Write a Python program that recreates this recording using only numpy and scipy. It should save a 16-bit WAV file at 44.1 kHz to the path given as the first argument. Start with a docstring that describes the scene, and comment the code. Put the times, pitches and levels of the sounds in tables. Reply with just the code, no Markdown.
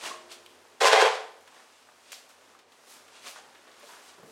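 """Shovelling snow on concrete

A plastic shovel is shoved once over the floor of a bare concrete room into a heap of snow, lifted
and emptied. Stick-slip friction on grit excites the modes of the scoop. A nylon jacket swishes with
each move, the shovel knocks lightly, and the thrown snow lands in soft thuds over a faint hum."""
import sys
import numpy as np
from scipy import signal
from scipy.fft import rfft, irfft
from scipy.io import wavfile

SR = 44100
rng = np.random.default_rng(int(sys.argv[2]) if len(sys.argv) > 2 else 0)


def log_audio(samples):
    """Write samples as a 16-bit WAV file to the path given in sys.argv[1]."""
    # one column per channel
    frames = np.atleast_2d(samples).T
    # limit to full scale, then quantise
    limited = np.clip(frames, -1, 1)
    pcm = np.round(limited * 32767).astype(np.int16)
    wavfile.write(sys.argv[1], SR, pcm)


N = 190413
TIME = np.arange(N) / SR

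# the edge catches on the concrete: start_s, relative_db
EDGE_CATCHES = [(0.8095, -40), (0.831, -15), (0.845, -12), (0.8554, -13.5), (0.871, -14.5), (0.93, -7.5),
                (0.933, -15.5), (0.9411, -18), (0.9611, -13), (.977, -15.5), (1.017, -30), (1.0234, -12),
                (1.0581, -29), (1.079, -16)]
# the edge bites harder: peak_s, length_s, added_force_db
EDGE_BITES = [(0.815, 0.021, -24), (0.865, 0.074, -19), (0.93, 0.052, -18), (0.964, 0.026, -28.5),
              (1.018, 0.061, -19), (1.062, 0.036, -18), (1.151, 0.05, -41)]
# the surface under the edge, from concrete into snow: time_s, grit_db, scoop_db, sharpness_db
SURFACE = [(.805, 5.5, 3, 4), (.85, 1.5, -2, 2), (.875, 0.5, -5.5, 7), (.93, 5.5, -3, -6),
           (.968, -2.5, 2.5, 0), (1.0, 5, 0.5, -3.5), (1.078, -7, -11, -2), (1.15, 13.5, -15, -1.5)]
# modes of the scoop: pitch_hz, t60_s, relative_db
SCOOP_MODES = [(376, .2, -17), (437.7, .33, 1), (463.5, .3, 1), (513.3, .3, -1), (549.4, .33, 1),
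               (655, .28, -1), (673, .25, -7), (705, .25, -8), (767, .28, 0), (867.5, .25, -7),
               (968, .2, -7), (1035.6, .2, 1), (1102, .22, -11), (1480, .1, -5), (1612, .2, -7),
               (2043, .12, -8), (2430, .14, -9), (3230, .12, -11)]
# knocks of shaft, blade and snow: start_s, relative_db, t60_s, centre_hz, half_width_octaves, ring_db
LIGHT_KNOCKS = [(0.05, -37.5, 0.077, 2795, 0.064, -35), (0.062, -39, 0.059, 1890, 0.054, -4),
                (0.101, -40, 0.12, 1100, 0.059, -13), (0.316, -39.5, 0.026, 3670, 0.51, -30),
                (0.4613, -44, 0.027, 2930, 0.4, -26), (0.462, -52, 0.014, 9000, 0.54, -32),
                (1.408, -54, 0.028, 680, 2, -8), (1.476, -52, 0.059, 1500, 1.45, -11),
                (1.888, -50, 0.036, 800, 0.77, -30), (2.1191, -39, 0.075, 3600, 1.23, -16.5),
                (2.13, -39, 0.016, 1430, 1.5, -26), (2.138, -46, 0.12, 4900, 0.56, -28),
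                (2.29, -59, .08, 5000, 1.2, -25.5), (2.548, -51, 0.027, 1190, 0.23, -13),
                (2.589, -57, 0.11, 2530, 1.16, -30), (2.72, -58, 0.1, 2000, 1.46, -12),
                (3.081, -53, 0.057, 1400, 1.3, -14), (3.359, -43.5, 0.075, 1170, 0.51, -26),
                (3.384, -46.5, 0.12, 784, 0.084, -31.5), (3.549, -53.5, 0.11, 2220, 0.66, -18),
                (3.678, -56, 0.038, 1460, 1.2, -28), (3.716, -53, 0.026, 2900, 0.82, -20),
                (3.799, -57, 0.018, 10000, .6, -29), (3.829, -47.5, 0.069, 554, 0.51, -20),
                (3.888, -51.5, 0.21, 940, 0.11, -14), (3.933, -52.5, 0.098, 1270, 0.42, -15)]
# the arms swing: peak_s, length_s, swish_db, flap_db
ARM_SWINGS = [(0.06, 0.23, -38, -41.5), (0.321, 0.084, -44.5, -54.5), (1.573, 0.33, -58.5, -56.5),
              (1.75, 0.6, -64, -72), (2.105, 0.29, -56, -69), (2.304, 0.056, -57.5, -61),
              (2.5, 0.86, -69, -67), (2.95, 0.51, -61.5, -57.5), (3.162, 0.23, -53.5, -61),
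              (3.274, 0.15, -43, -46.5), (3.376, 0.14, -51, -65), (3.527, 0.47, -70, -64.5),
              (3.68, 0.067, -72, -52.5), (3.914, 0.9, -56.5, -56), (4.094, 0.11, -54, -60)]
# the body holds still before the throw: centre_s, length_s, dip_db
STILLNESS = (2.63, 0.2, -23)
# a fine, bright hiss swells with the jacket's movements: peak_s, length_s, level_db
FINE_HISSES = [(.06, .15, -46), (.33, 0.093, -51), (.52, 0.29, -70), (2.15, 0.23, -57), (2.32, 0.11, -65),
               (2.925, 0.26, -52), (3.285, .17, -46.5), (3.9, 0.38, -55.5), (4.06, 0.22, -58.5),
               (4.29, 0.19, -60.5)]
# lumps of snow land: start_s, level_db
SNOW_THUDS = [(4.181, -51.5), (4.23, -47), (4.262, -55), (4.288, -53)]
# level of the room air: time_s, level_db
AIR_LEVEL = [(0, -56), (1.8, -65.5), (2.5, -61.5), (2.8, -63.5), (3.3, -59), (4.317, -62.5)]
# partials of the hum: pitch_hz, level_db
HUM_PARTIALS = [(91.5, -85.5), (258.4, -87.5), (419.9, -102)]
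# a low ring hangs in the room: start_s, pitch_hz, t60_s, level_db
LOW_RING = [(.03, 353, 2.6, -53.5), (.06, 631, 1.0, -46.5), (.05, 684, .6, -52)]
# reverberation time: frequency_hz, t60_s
ROOM_DECAY = [(150, 0.5), (450, 0.68), (1000, 0.56), (3000, 0.47), (7000, 0.5), (15000, 0.28)]
# spectral densities of the noise sources: frequency_hz, relative_db
SLIP_SPECTRUM = [(40, -55), (150, -30), (260, -30), (335, -35), (410, -2.5), (600, 0), (950, 2.5),
                 (1300, -3), (2200, -7.5), (3500, -10.5), (7000, -43), (15000, -59)]
GRIT_SPECTRUM = [(250, -36), (600, -29), (1500, 7), (2800, 2), (4500, 0), (7000, -6), (9500, -12.5),
                 (12000, -22.5), (16000, -35)]
NYLON_SPECTRUM = [(88, -31), (150, -57), (610, -2.5), (1030, -12), (1440, -6.5), (1890, -9.5), (2130, -4),
                  (2740, -1.5), (2960, -2), (8990, -10.5), (15800, -46)]
FOLD_SPECTRUM = [(40, -45), (100, -26.5), (300, -7), (600, -4.5), (950, 0), (1800, -2.5), (3500, -16),
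                 (8000, -33)]
HISS_SPECTRUM = [(500, -28), (2000, -4), (5000, 3.5), (8000, 1), (11000, -1.5), (16000, -13)]
THUD_SPECTRUM = [(40, -23), (90, -19), (150, -1.5), (260, -2), (400, 3.5), (800, -3.5), (1500, -12.5),
                 (5000, -34)]
AIR_SPECTRUM = [(25, -42), (60, -61), (85, -8), (115, -26), (150, -11.5), (185, -17.5), (250, -2),
                (305, -9.5), (380, -1), (650, -2.5), (1200, -7.5), (2100, -12.5), (8000, -26), (15800, -46)]

SHOVE_START_S, SHOVE_STOP_S, SHOVE_DB = 0.802, 1.08, -24
SHOVE_ATTACK_S, SHOVE_RELEASE_S = 0.012, 0.0027
RISE_SHARE, SWELL_ENDS_DB, FLANK_POWER = 0.49, -26, 1.44
RUSTLE_DB, RUSTLE_FOLD_DB, STEADY_HISS_DB = -66.5, -64.5, -67
CUTOFF_HZ = 15800


def scrape():
    """Stick-slip friction: the edge jerks and catches, driving the scoop while grit crackles below."""
    grit_db, scoop_db, sharpness_db = curves(SURFACE)
    force = edge_force()
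    catches = sum(undb(db + 6.5) * burst(s, t60=0.011) for s, db in EDGE_CATCHES)
    slips = force * grains(per_s=800, spread_db=0.5) + catches
    grit = undb(grit_db) * (force * grains(per_s=2000, spread_db=2) + undb(-6.5) * catches)
    rasp = undb(-8.5) * colour(room(slips, wet_db=-2, spots=4), SLIP_SPECTRUM)
    crackle = undb(-8) * colour(room(grit, wet_db=-3.5, spots=4), GRIT_SPECTRUM)
    # bare concrete sharpens the crackle, snow under the edge muffles it
    dull = signal.sosfilt(signal.butter(1, 4500, fs=SR, output="sos"), crackle)
    crackle = dull + undb(sharpness_db) * (crackle - dull)
    resonance = undb(-2.5) * room(scoop(undb(scoop_db) * slips), wet_db=-15)
    return rasp + crackle + resonance


def edge_force():
    """Superposed forces: a steady push that stops in the heap, plus the brief bites of the edge."""
    attack = np.clip((TIME - SHOVE_START_S) / SHOVE_ATTACK_S, 0, 1)
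    release = np.clip(1 - (TIME - SHOVE_STOP_S) / SHOVE_RELEASE_S, 0, 1)
    bites = sum(undb(db) * swell(s, length) for s, length, db in EDGE_BITES)
    return attack * (undb(SHOVE_DB) * release + bites)


def scoop(push):
    """Modal resonance: damped modes ring with the energy of the push; only the band from 350 Hz to 5 kHz
    sounds."""
    t = TIME[:SR // 2]
    ring = 0
    for hz, t60, db in SCOOP_MODES:
        mode = np.cos(2 * np.pi * hz * t) * np.exp(-np.log(1000) * t / t60)
        ring += undb(db) * unit(convolve(push, mode))
    radiated = signal.sosfilt(signal.butter(4, [350, 5000], "bandpass", fs=SR, output="sos"), ring)
    return unit(radiated) * np.std(push)


def knocks():
    """Impact excitation: each blow is a brief band of noise and sets the scoop ringing a little."""
    cracks, push = 0, 0
    hz = np.geomspace(30, 20000, 200)
    for s, db, t60, centre_hz, octaves, ring_db in LIGHT_KNOCKS:
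        blow = undb(db + 3) * burst(s, t60)
        band_db = -14 * np.log10(1 + (np.log2(hz / centre_hz) / octaves) ** 4)
        cracks += colour(blow, np.column_stack([hz, band_db]))
        push += undb(ring_db) * blow
    return room(cracks + scoop(push), wet_db=-5)


def jacket():
    """Friction noise: nylon threads tick over each other in a bright swish; folds flap lower down."""
    swish = movements([(s, length, db) for s, length, db, _ in ARM_SWINGS], steady_db=RUSTLE_DB)
    flap = movements([(s, length, db) for s, length, _, db in ARM_SWINGS], steady_db=RUSTLE_FOLD_DB)
    threads = room(swish * grains(per_s=5000, spread_db=3), wet_db=-5, spots=3)
    folds = room(flap * grains(per_s=1000, spread_db=2.5), wet_db=-5.5, spots=2)
    return colour(threads, NYLON_SPECTRUM) + colour(folds, FOLD_SPECTRUM)


def fine_hiss():
    """Modulated shot noise: a fine, bright hiss swells with the jacket's movements."""
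    ticks = movements(FINE_HISSES, steady_db=STEADY_HISS_DB) * grains(per_s=5000, spread_db=4)
    return colour(room(ticks, wet_db=-4.5, spots=2), HISS_SPECTRUM)


def thuds():
    """Inelastic impact: soft lumps of snow collapse as they land."""
    lumps = sum(undb(db) * burst(s, t60=0.25) for s, db in SNOW_THUDS)
    return colour(lumps, THUD_SPECTRUM)


def room(x, wet_db, spots=1):
    """Reverberation: dense echoes off concrete, treble dying first, differ for each source spot."""
    t, hz = TIME[:SR], np.fft.rfftfreq(SR, 1 / SR)
    octave = np.log2(np.clip(hz, 125, 16000) / 125)
    bands = np.arange(8)[:, None]
    band_gain = np.maximum(1 - abs(octave - bands), 0)
    t60 = over_hz(ROOM_DECAY, 125 * 2. ** bands)
    envelope = np.exp(-np.log(1000) * t / t60) * np.clip(t / 0.005, 0, 1)
    spot = rng.integers(spots, size=N)
    echoes = 0
    for k in range(spots):
        band_noise = irfft(rfft(rng.standard_normal(SR)) * band_gain, SR)
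        echoes += convolve(x * (spot == k), np.sum(envelope * band_noise, axis=0))
    return (x + undb(wet_db) * echoes) / np.hypot(1, undb(wet_db))


def background():
    """Noise floor: broadband room air, a faint steady hum and a low ring that decays exponentially."""
    air = undb(curves(AIR_LEVEL)[0]) * colour(rng.standard_normal(N), AIR_SPECTRUM, size=8192)
    hum = sum(undb(db) * np.sin(2 * np.pi * (hz * TIME + rng.random())) for hz, db in HUM_PARTIALS)
    ring = sum(undb(db) * fade(s, t60) * np.sin(2 * np.pi * hz * (TIME - s))
               for s, hz, t60, db in LOW_RING)
    return air + hum + ring


def movements(rows, steady_db):
    """Incoherent addition: swells sum in power with a steady stir that dips while the body is still."""
    still_s, still_length_s, dip_db = STILLNESS
    stir = undb(steady_db + dip_db * swell(still_s, still_length_s))
    swell_power = sum((undb(db) * swell(s, length)) ** 2 for s, length, db in rows)
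    return np.sqrt(stir ** 2 + swell_power)


def swell(peak_s, length_s):
    """Amplitude envelope of one movement: it gathers speed, peaks at 1 and ebbs."""
    age = (TIME - peak_s) / length_s
    from_peak = np.maximum(-age / RISE_SHARE, age / (1 - RISE_SHARE))
    return undb(SWELL_ENDS_DB * np.minimum(from_peak, 10) ** FLANK_POWER)


def grains(per_s, spread_db):
    """Shot noise: clicks of uneven size at random times, rms 1."""
    chance, size = rng.random(N), rng.standard_normal(N)
    clicks = (chance < per_s / SR) * rng.choice([-1, 1], N)
    return unit(clicks * undb(spread_db * np.clip(size, -2, 2)))


def burst(start_s, t60):
    """Random micro-impacts merge into decaying Gaussian noise."""
    return rng.standard_normal(N) * fade(start_s, t60)


def fade(start_s, t60):
    """Exponential decay: a jump to 1, then a fall of 60 dB every t60 seconds."""
    age = TIME - start_s
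    return (age >= 0) * np.exp(-np.log(1000) * np.clip(age / t60, 0, 10))


def colour(x, spectrum, size=2048):
    """Minimum-phase filtering: folding the cepstrum of the log gain makes the response causal."""
    gain = undb(over_hz(spectrum, np.fft.rfftfreq(size, 1 / SR)))
    cepstrum = irfft(np.log(gain))
    cepstrum[1:size // 2] *= 2
    cepstrum[size // 2 + 1:] = 0
    return convolve(x, irfft(np.exp(rfft(cepstrum))))


def convolve(x, response):
    """Convolution with an impulse response of unit energy."""
    return signal.fftconvolve(x, response / np.linalg.norm(response))[:N]


def curves(rows):
    """Linear interpolation of each column over time."""
    times, *columns = np.transpose(rows)
    return [np.interp(TIME, times, column) for column in columns]


def over_hz(points, hz):
    """Interpolation on a log-frequency axis."""
    point_hz, values = np.transpose(points)
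    return np.interp(np.log(hz + 1e-9), np.log(point_hz), values)


def undb(db):
    """Decibels to amplitude ratio."""
    return 10 ** (np.asarray(db) / 20)


def unit(x):
    """Normalisation to rms 1."""
    return x / np.sqrt(np.mean(x ** 2) + 1e-30)


def scene():
    """Superposition: the pressures of all sources add at one point."""
    return (scrape() + knocks() + jacket() + fine_hiss() + thuds() + background())[None]


def record(dry):
    """Band limiting: a steep low-pass removes the highest treble."""
    return signal.sosfilt(signal.ellip(10, 0.1, 80, CUTOFF_HZ, fs=SR, output="sos"), dry)


dry = scene()
out = record(dry)
log_audio(out)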